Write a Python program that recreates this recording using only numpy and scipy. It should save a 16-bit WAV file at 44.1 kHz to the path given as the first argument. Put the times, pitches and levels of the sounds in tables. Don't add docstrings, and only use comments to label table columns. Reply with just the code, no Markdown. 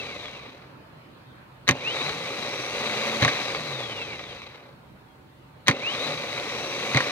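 import sys
import numpy as np
from scipy import signal
from scipy.fft import rfft, irfft, next_fast_len
from scipy.io import wavfile
from scipy.ndimage import uniform_filter1d

SR = 44100
rng = np.random.default_rng(int(sys.argv[2]) if len(sys.argv) > 2 else 0)


def transcribe(signal):
    frames = np.atleast_2d(signal).T
    limited = np.clip(frames, -1, 1)
    pcm = np.round(limited * 32767).astype(np.int16)
    wavfile.write(sys.argv[1], SR, pcm)


def volts_from_decibels(level):
    exponent = np.asarray(level, float) / 20
    return 10 ** exponent


N = 313531
EDGE_HZ = 15830

# (f/Hz, width/Hz, level/dB)
CASING = [(2040, 33, 3), (2530, 27, -3), (3240, 144, -3), (3807, 345, -2.5), (3913, 130, 0), (2275, 44, 4),
          (4400, 90, -24.5), (5560, 270, -22), (6228, 220, -19)]
# (f/Hz, level/dB)
CASING_BED = [(410, -35.5), (700, -4), (1130, 4.5), (1430, -1.5), (2430, 7.5), (2980, -1), (3840, -6),
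              (6260, -16.5), (8000, -27.5), (10400, -68.5), (17600, -120)]
# (f/Hz, level/dB)
BENCH = [(35, -50), (60, -17), (85, -20), (133, -4.5), (183, -14), (215, -7), (339, -5), (428, -2),
         (587, -0.5), (646, -11.5), (702, -3.5), (794, -8.5), (1600, -18), (2080, -43), (3520, -120)]
# (f/Hz, level/dB)
AIR_HISS = [(2940, -20.5), (5000, 4.5), (5380, -1.5), (6250, 10), (6860, 3.5), (9050, -4.5), (13800, -10.5),
            (14800, -8), (16000, -14), (17000, -50.5)]


def evened(x):
    return x / np.sqrt(np.mean(x ** 2) + 1e-20)


def read(points, hz):
    f, value = np.transpose(points)
    return np.interp(np.log(hz + 1), np.log(f + 1), value)


def add(mix, s, sound):
    part = mix[round(s * SR):][:len(sound)]
    part += sound[:len(part)]


def response(points, modes=()):
    hz = np.fft.rfftfreq(4096, 1 / SR)
    power = volts_from_decibels(read(points, hz)) ** 2 + 1e-10
    for f, width_hz, db in modes:
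        power = power + volts_from_decibels(db) ** 2 / (1 + (2 * (hz - f) / width_hz) ** 2) ** 2
    log_gain = np.log(np.r_[power, power[-2:0:-1]]) / 2
    taps = np.fft.ifft(np.exp(np.conj(signal.hilbert(log_gain)))).real[:2048]
    return taps / np.linalg.norm(taps)


def drift(rate_hz):
    return evened(signal.lfilter(*signal.butter(2, rate_hz, fs=SR), rng.standard_normal(N)))


def ring(hz, t60, rise_s):
    t = np.arange(8000) / SR
    return np.sin(2 * np.pi * hz * t) * volts_from_decibels(-60 * t / t60) * (1 - np.exp(-t / rise_s))


def rise_and_die(t, t60, rise_s):
    return volts_from_decibels(-60 * t / t60) * (1 - np.exp(-t / rise_s))


def current():
    # (start t/s, end t/s, share of full pull)
    switched = [
        (1.691, 3.227, 1.0),
        (5.680, 6.942, 0.975),
    ]
    t = np.arange(N) / SR
    return sum(share * (t > on) * (t < off) for on, off, share in switched)


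def speed_and_turns():
    speed, steps = 95.9, []
    stall_pull, fade_turns_per_s = 1060, 194.8
    drag_dry, drag_oil, drag_air = 120.6, 0.031, 0.001558
    step = 50
    for share in current()[::step].tolist():
        steps.append(speed)
        pull = share * stall_pull / (1 + speed / fade_turns_per_s) ** 2
        drag = drag_dry + drag_oil * speed + drag_air * speed ** 2
        speed = max(speed + (pull - drag) * step / SR, 0)
    speed = np.interp(np.arange(N) / step, np.arange(len(steps)), steps)
    return speed, np.cumsum(speed) / SR


def by_speed(speed):
    # (speed/turns per s, friction level/dB, bench shake rel/dB, air hiss rel/dB, unbalance hum level/dB)
    under_current = [(40, -45, 7.5, -18, -80), (73.6, -39, -1.5, -19.5, -70), (101, -33.5, -6.5, -21, -69),
                     (144.6, -31, -3, -18, -39), (165, -34.5, -4.5, -18, -47),
                     (208.8, -33.5, -3.5, -17, -73.5), (214.4, -31.5, -4, -17, -46),
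                     (227.6, -28.5, -5, -17.5, -35.5)]
    coasting = [(4, -63, 8, -27.5, -86), (31.2, -49.5, -3.5, -23, -80), (58.3, -44.5, -2, -18, -59),
                (98, -38, -3, -20, -49.5), (133, -36, -2.5, -18, -39), (156, -34, -3, -18, -44),
                (183, -31, -4.5, -19, -53), (214, -28, -6, -19.5, -72)]
    powered = uniform_filter1d(1. * (current() > 0), size=2000)
    on, off = np.transpose(under_current), np.transpose(coasting)
    levels = []
    for on_db, off_db in zip(on[1:], off[1:]):
        driven = np.interp(speed, on[0], on_db)
        free = np.interp(speed, off[0], off_db)
        levels.append(powered * driven + (1 - powered) * free)
    return powered, levels


def motor():
    # (multiple, coasting level/dB, powered level/dB)
    orders = [(13, -17, -19), (28, 0, 0), (34, -17, -24), (35, -6, -22), (41, -17, -19), (49, -17, -20),
              (54, -19, -20), (56, -6.5, -17), (63, -21, -22), (84, -28, -26)]
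    # (f/Hz, level/dB)
    song = [(600, -75), (1950, -58), (2270, -39), (2480, -48), (2700, -37), (2960, -46), (3200, -41),
            (3900, -45), (4200, -56), (4650, -53), (5700, -54), (6300, -63), (14000, -68)]
    # (f/Hz, level/dB)
    magnetic = [(1500, -60), (2050, -46), (2760, -25), (3190, -37), (3460, -55), (3720, -37), (3950, -38),
                (4250, -51), (5000, -68), (5450, -54), (5800, -49), (6150, -62), (14000, -62)]
    speed, turns = speed_and_turns()
    powered, levels = by_speed(speed)
    out = volts_from_decibels(levels[-1] + 0.67 * drift(16.0)) * np.cos(2 * np.pi * turns) * (speed > 0)
    waver_db = 3.2 * drift(30)
    for k, coasting_db, powered_db in orders:
        hz = k * speed
        free_db = read(song, hz) + coasting_db
        pulled_db = read(magnetic, hz) + powered_db
        free_db -= 10 * (k > 28) * abs(np.log2((hz + 1) / 3700))
        level_db = free_db + powered * (pulled_db - free_db)
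        level_db += (1 - .7 * powered) * np.roll(waver_db, shift=int(k) * 3000)
        tone = np.cos(2 * np.pi * (k * turns + rng.random()))
        out += np.sqrt(2) * volts_from_decibels(level_db) * tone * (hz < EDGE_HZ) * (speed > 0)
    return out


def brushes():
    speed, turns = speed_and_turns()
    friction_db, shake_db, hiss_db, _ = by_speed(speed)[1]
    scratches = np.diff(rng.standard_normal(257))
    wear = evened(np.interp(turns % 1, np.linspace(0, 1, 256), scratches))
    play_db = 2.8 * np.clip(1 - speed / 150, 0, 1) * drift(50)
    grit = volts_from_decibels(1.8 * drift(405) + 0.94 * drift(28) + play_db)
    rub = evened((.9 * rng.standard_normal(N) + .3 * wear) * grit)
    softer_bed = [(f, db - 5.0) for f, db in CASING_BED]
    body = signal.oaconvolve(rub, response(softer_bed, CASING))[:N]
    bench = signal.oaconvolve(rng.standard_normal(N) * grit, response(BENCH))[:N]
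    air = signal.oaconvolve(rub, response(AIR_HISS))[:N]
    turning = np.clip(speed / 8, 0, 1)
    return turning * volts_from_decibels(friction_db) * (body + volts_from_decibels(shake_db) * bench + volts_from_decibels(hiss_db) * air)


def blows():
    # (t/s, peak level/dB)
    pulls = [
        [(1.6664, -47), (1.6722, -29), (1.6778, -15), (1.6817, -16.5), (1.6885, -4.5), (1.6934, -9),
         (1.699, -23), (1.7096, -16), (1.7172, -18.5)],
        [(5.661, -43), (5.665, -30), (5.6711, -20.5), (5.6744, -20.5), (5.6813, -3), (5.6867, -9),
         (5.6917, -11), (5.7, -25), (5.7106, -12)],
    ]
    # (t/s, peak level/dB)
    drops = [
        [(3.2106, -28), (3.2228, -9.5), (3.2285, -14.5), (3.2367, -11.5), (3.248, -4.5), (3.2599, -20),
         (3.279, -8), (3.3034, -26)],
        [(6.9335, -36), (6.9461, -11.5), (6.9486, -25), (6.9614, -13.5), (6.9715, -5.5), (6.986, -16),
         (7.0043, -12), (7.024, -28)],
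    ]
    # (ring f/Hz, share near 4 kHz level/dB, treble level/dB)
    pull_in = [(2200, -5.5, -33), (1935, -15, -26), (1870, -3.5, -17), (2040, -25, -13), (2037, -29, -12),
               (1842, -18, -15), (1990, -30, -34), (1880, -13, -8), (2030, -32, -23)]
    drop_out = [(2070, -10, -7), (2030, -16, -20), (1890, -3, -15), (2340, -14, -26), (2147, -13, -21),
                (2320, -38, -33), (1830, -28, -25), (2140, -11.5, -27)]
    hits = []
    for strokes, colours in ((pulls, pull_in), (drops, drop_out)):
        for stroke in strokes:
            hits += [(*hit, *colour) for hit, colour in zip(stroke, colours)]
    return hits


def solenoid():
    # (f/Hz, level/dB)
    crack_points = [(2000, 0), (3000, 7.5), (5000, -0.5), (7000, -4), (10000, -17), (13000, -8),
                    (15500, -24), (17000, -64)]
    # (t/s, peak level/dB, f/Hz)
    thumps = [(1.691, -14.5, 339), (1.699, -16, 165), (1.708, -17, 110), (3.22, -11, 136), (3.23, -11, 138),
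              (3.255, -15, 130), (5.685, -11.5, 327), (5.691, -11, 139), (5.702, -15, 234),
              (6.946, -9.5, 220), (6.955, -12.5, 137), (6.968, -23, 115)]
    out, t = np.zeros(N), np.arange(8000) / SR
    hits = blows()
    chance = rng.standard_normal((len(hits), len(t)))
    crack, casing = response(crack_points), response(CASING_BED, CASING)
    bench, air = response(BENCH), response(AIR_HISS)
    for (s, db, hz, mid_db, treble_db), noise in zip(hits, chance):
        plunger = ring(hz, 0.015, 0.0004) + 0.32 * ring(hz * .9, 0.042, 0.00028)
        plunger += 0.2 * ring(1084, 0.043, 0.00073) + 0.5 * ring(1500, 0.0042, .0001)
        plunger += 0.12 * ring(783, 0.031, 0.00061)
        cap = ring(3944, 0.02, 0.0005) + 0.19 * ring(4110, 0.02, .0004) + 0.24 * ring(2740, 0.011, .0004)
        cap *= volts_from_decibels(mid_db + 4)
        burst = signal.oaconvolve(noise * rise_and_die(t, 0.0096, 0.00043), crack)[:len(t)]
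        treble = volts_from_decibels(treble_db + 10.5) * (0.88 * ring(6250, 0.013, 0.00052) + 0.87 * burst)
        tick = 0.066 * volts_from_decibels(db) * (ring(10400, 0.0033, .0001) + 0.28 * noise * volts_from_decibels(-60 * t / 0.0036))
        rattle = noise * rise_and_die(t, 0.06, 0.00017)
        wash = 0.27 * signal.oaconvolve(rattle, casing)[:len(t)]
        wash += 0.14 * signal.oaconvolve(rattle, bench)[:len(t)]
        wash += 0.018 * signal.oaconvolve(rattle, air)[:len(t)]
        add(out, s + 0.00034, volts_from_decibels(db) * (plunger + cap + treble + wash + tick))
    for s, db, hz in thumps:
        board = ring(hz, 0.058, 0.0073) + .5 * ring(130.6, 0.087, 0.00537) + 0.31 * ring(262.4, 0.19, 0.0037)
        add(out, s, -volts_from_decibels(db) * board)
    return out


def pinion():
    # (t/s, peak level/dB)
    knocks = [(0.256, -22.5), (0.282, -27), (0.34, -28), (0.4678, -39), (0.6394, -57), (1.9686, -14.5),
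              (2.064, -14.5), (2.0934, -13.5), (2.425, -27), (2.8968, -15), (3.4813, -14), (3.5474, -15),
              (4.1937, -18), (4.2382, -25), (4.418, -25), (6.1796, -21), (6.328, -16), (6.3769, -17)]
    out, t = np.zeros(N), np.arange(2000) / SR
    casing = response(CASING_BED, CASING)
    tones = ring(2244, 0.032, 0.00074) + 0.53 * ring(1102, 0.029, .0008) + .5 * ring(3916, 0.028, 0.00088)
    for s, db in knocks:
        noise = rng.standard_normal(len(t))
        knock = signal.oaconvolve(noise * volts_from_decibels(-60 * t / 0.026), casing)
        knock[:len(t)] += tones[:len(t)]
        add(out, s, volts_from_decibels(db - 4.5) * knock / abs(knock).max())
    return out


def ports(x, other, tones):
    # (f/Hz, phase/rad)
    lead = [(0, 0), (860, 0.63), (2930, 2), (4910, 2), (8600, 6), (16400, 13.5)]
    # (f/Hz, level/dB)
    tilt = [(60, -2), (110, -2.5), (200, -2), (380, -3), (700, 1.5), (1290, 0.5), (2380, -3.5), (4400, 17),
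            (8120, 5), (15000, 2)]
    # (f/Hz, level/dB)
    far_end = [(60, -24), (300, -38), (700, -5.5), (1500, -25), (3000, -9.5), (5000, -4.5), (9000, 4),
               (15000, -7.5)]
    size = next_fast_len(N + 8192)
    hz = np.fft.rfftfreq(size, 1 / SR)
    half = volts_from_decibels(read(tilt, hz) / 2) * np.exp(.5j * np.interp(hz, *np.transpose(lead)))
    t = np.arange(3000) / SR
    taps = rng.choice([-1., 1.], (2, 3000)) * (rng.random((2, 3000)) < .06)
    taps = taps * volts_from_decibels(-60 * t / 0.02) * (t > .0012)
    taps = signal.lfilter(*signal.butter(1, 500, "high", fs=SR), taps)
    echo = rfft(volts_from_decibels(-14) * taps / np.linalg.norm(taps, axis=1, keepdims=True), size)
    unlike = volts_from_decibels(read(far_end, hz)) * rfft(other, size) * np.array([[1], [-1]])
    heard = (rfft(x, size) + unlike) * (1 + echo) + rfft(tones, size)
    return irfft(heard * np.array([half, 1 / half]), size)[:, :N]


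def yard():
    # (f/Hz, level/dB)
    colour = [(18, -39), (30, -39), (129, -2.5), (204, -15), (229, -6.5), (443, -15), (582, -12.5),
              (715, -18.5), (783, -17.5), (839, -21.5), (898, -13.5), (4240, -29.5), (7000, -52.5),
              (9100, -74), (15400, -120)]
    # (f/Hz, likeness from -1 to 1)
    likeness = [(60, 0.77), (180, 1), (550, 0.12), (1650, -0.077), (4970, -0.34), (15000, 0.86)]
    # (f/Hz, level/dB)
    sides = [(60, -0.5), (180, -2), (550, -2.5), (1650, -2.5), (4970, 4.5), (15000, -9)]
    # (t/s, level/dB)
    traffic = [(0.6, 2), (1.0, 2), (1.25, 0.5), (1.65, 0.5), (4.8, -0.5), (5.2, -2.5), (5.65, -1)]
    # (f/Hz, level/dB)
    hum_lines = [(129.2, -57.5), (764.4, -68), (882.9, -69), (4124, -80)]
    # (t/s, f/Hz, level/dB)
    chirp = [(5.05, 3450, -78), (5.09, 3300, -68), (5.13, 3230, -66), (5.16, 3400, -78)]
    frames, hz = N // 256 + 5, np.fft.rfftfreq(1024, 1 / SR)
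    a, b, c, d, patches = rng.standard_normal((frames, 513, 5)).T
    patches = evened(uniform_filter1d(uniform_filter1d(patches, 8, 0), 14, 1))
    tilt_db = read(sides, hz)[:, None] / 2
    same = np.clip(read(likeness, hz), -1, 1)[:, None]
    left = a + 1j * b
    right = same * left + np.sqrt(1 - same ** 2) * (c + 1j * d)
    z = np.array([left * volts_from_decibels(tilt_db), right * volts_from_decibels(-tilt_db)])
    z *= volts_from_decibels(read(colour, hz)[:, None] + 1.95 * patches)
    passing_db = np.interp(np.arange(frames) * 256 / SR, *np.transpose(traffic))
    z *= volts_from_decibels(passing_db * np.clip(hz / 600, 0, 1)[:, None])
    bed = volts_from_decibels(-50) * evened(signal.istft(z, nperseg=1024, noverlap=768)[1][:, :N])
    t = np.arange(N) / SR
    hum = sum(volts_from_decibels(db + 0.5 + 2.0 * drift(3.8)) * np.sin(2 * np.pi * f * t) for f, db in hum_lines)
    bird_s, bird_f, bird_level = np.transpose(chirp)
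    bird_hz, bird_db = np.interp(t, bird_s, bird_f), np.interp(t, bird_s, bird_level)
    bird = volts_from_decibels(bird_db) * np.sin(2 * np.pi * np.cumsum(bird_hz) / SR) * (t > bird_s[0]) * (t < bird_s[-1])
    return bed + hum + bird * volts_from_decibels(np.array([[3], [-4]]))


def breeze():
    wind_band = signal.butter(2, [40, 90], "band", fs=SR, output="sos")
    low = evened(signal.sosfilt(wind_band, rng.standard_normal(N)))
    wind = volts_from_decibels(-65 + 3 * drift(2.0)) * low
    return wind + volts_from_decibels(-69) * rng.standard_normal((2, N))


def band_limited(x):
    return signal.oaconvolve(x, signal.firwin(511, EDGE_HZ, window=("kaiser", 9), fs=SR)[None], "same")


def scene():
    hits = solenoid()
    near = band_limited((brushes() + pinion())[None])[0] + hits
    far = band_limited(brushes()[None])[0] + 0.42 * np.roll(hits, shift=60)
    return ports(near, far, motor()) + band_limited(yard() + breeze())


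def low_pass(x):
    return signal.sosfilt(signal.butter(12, 16810, fs=SR, output="sos"), x)


def record(dry):
    thin = signal.lfilter(*signal.butter(2, 45, "high", fs=SR), dry)
    thin = signal.sosfilt(signal.butter(8, 16200, fs=SR, output="sos"), thin)
    return low_pass(np.tanh(thin / .95) * .95)


dry = scene()
out = record(dry)
transcribe(out)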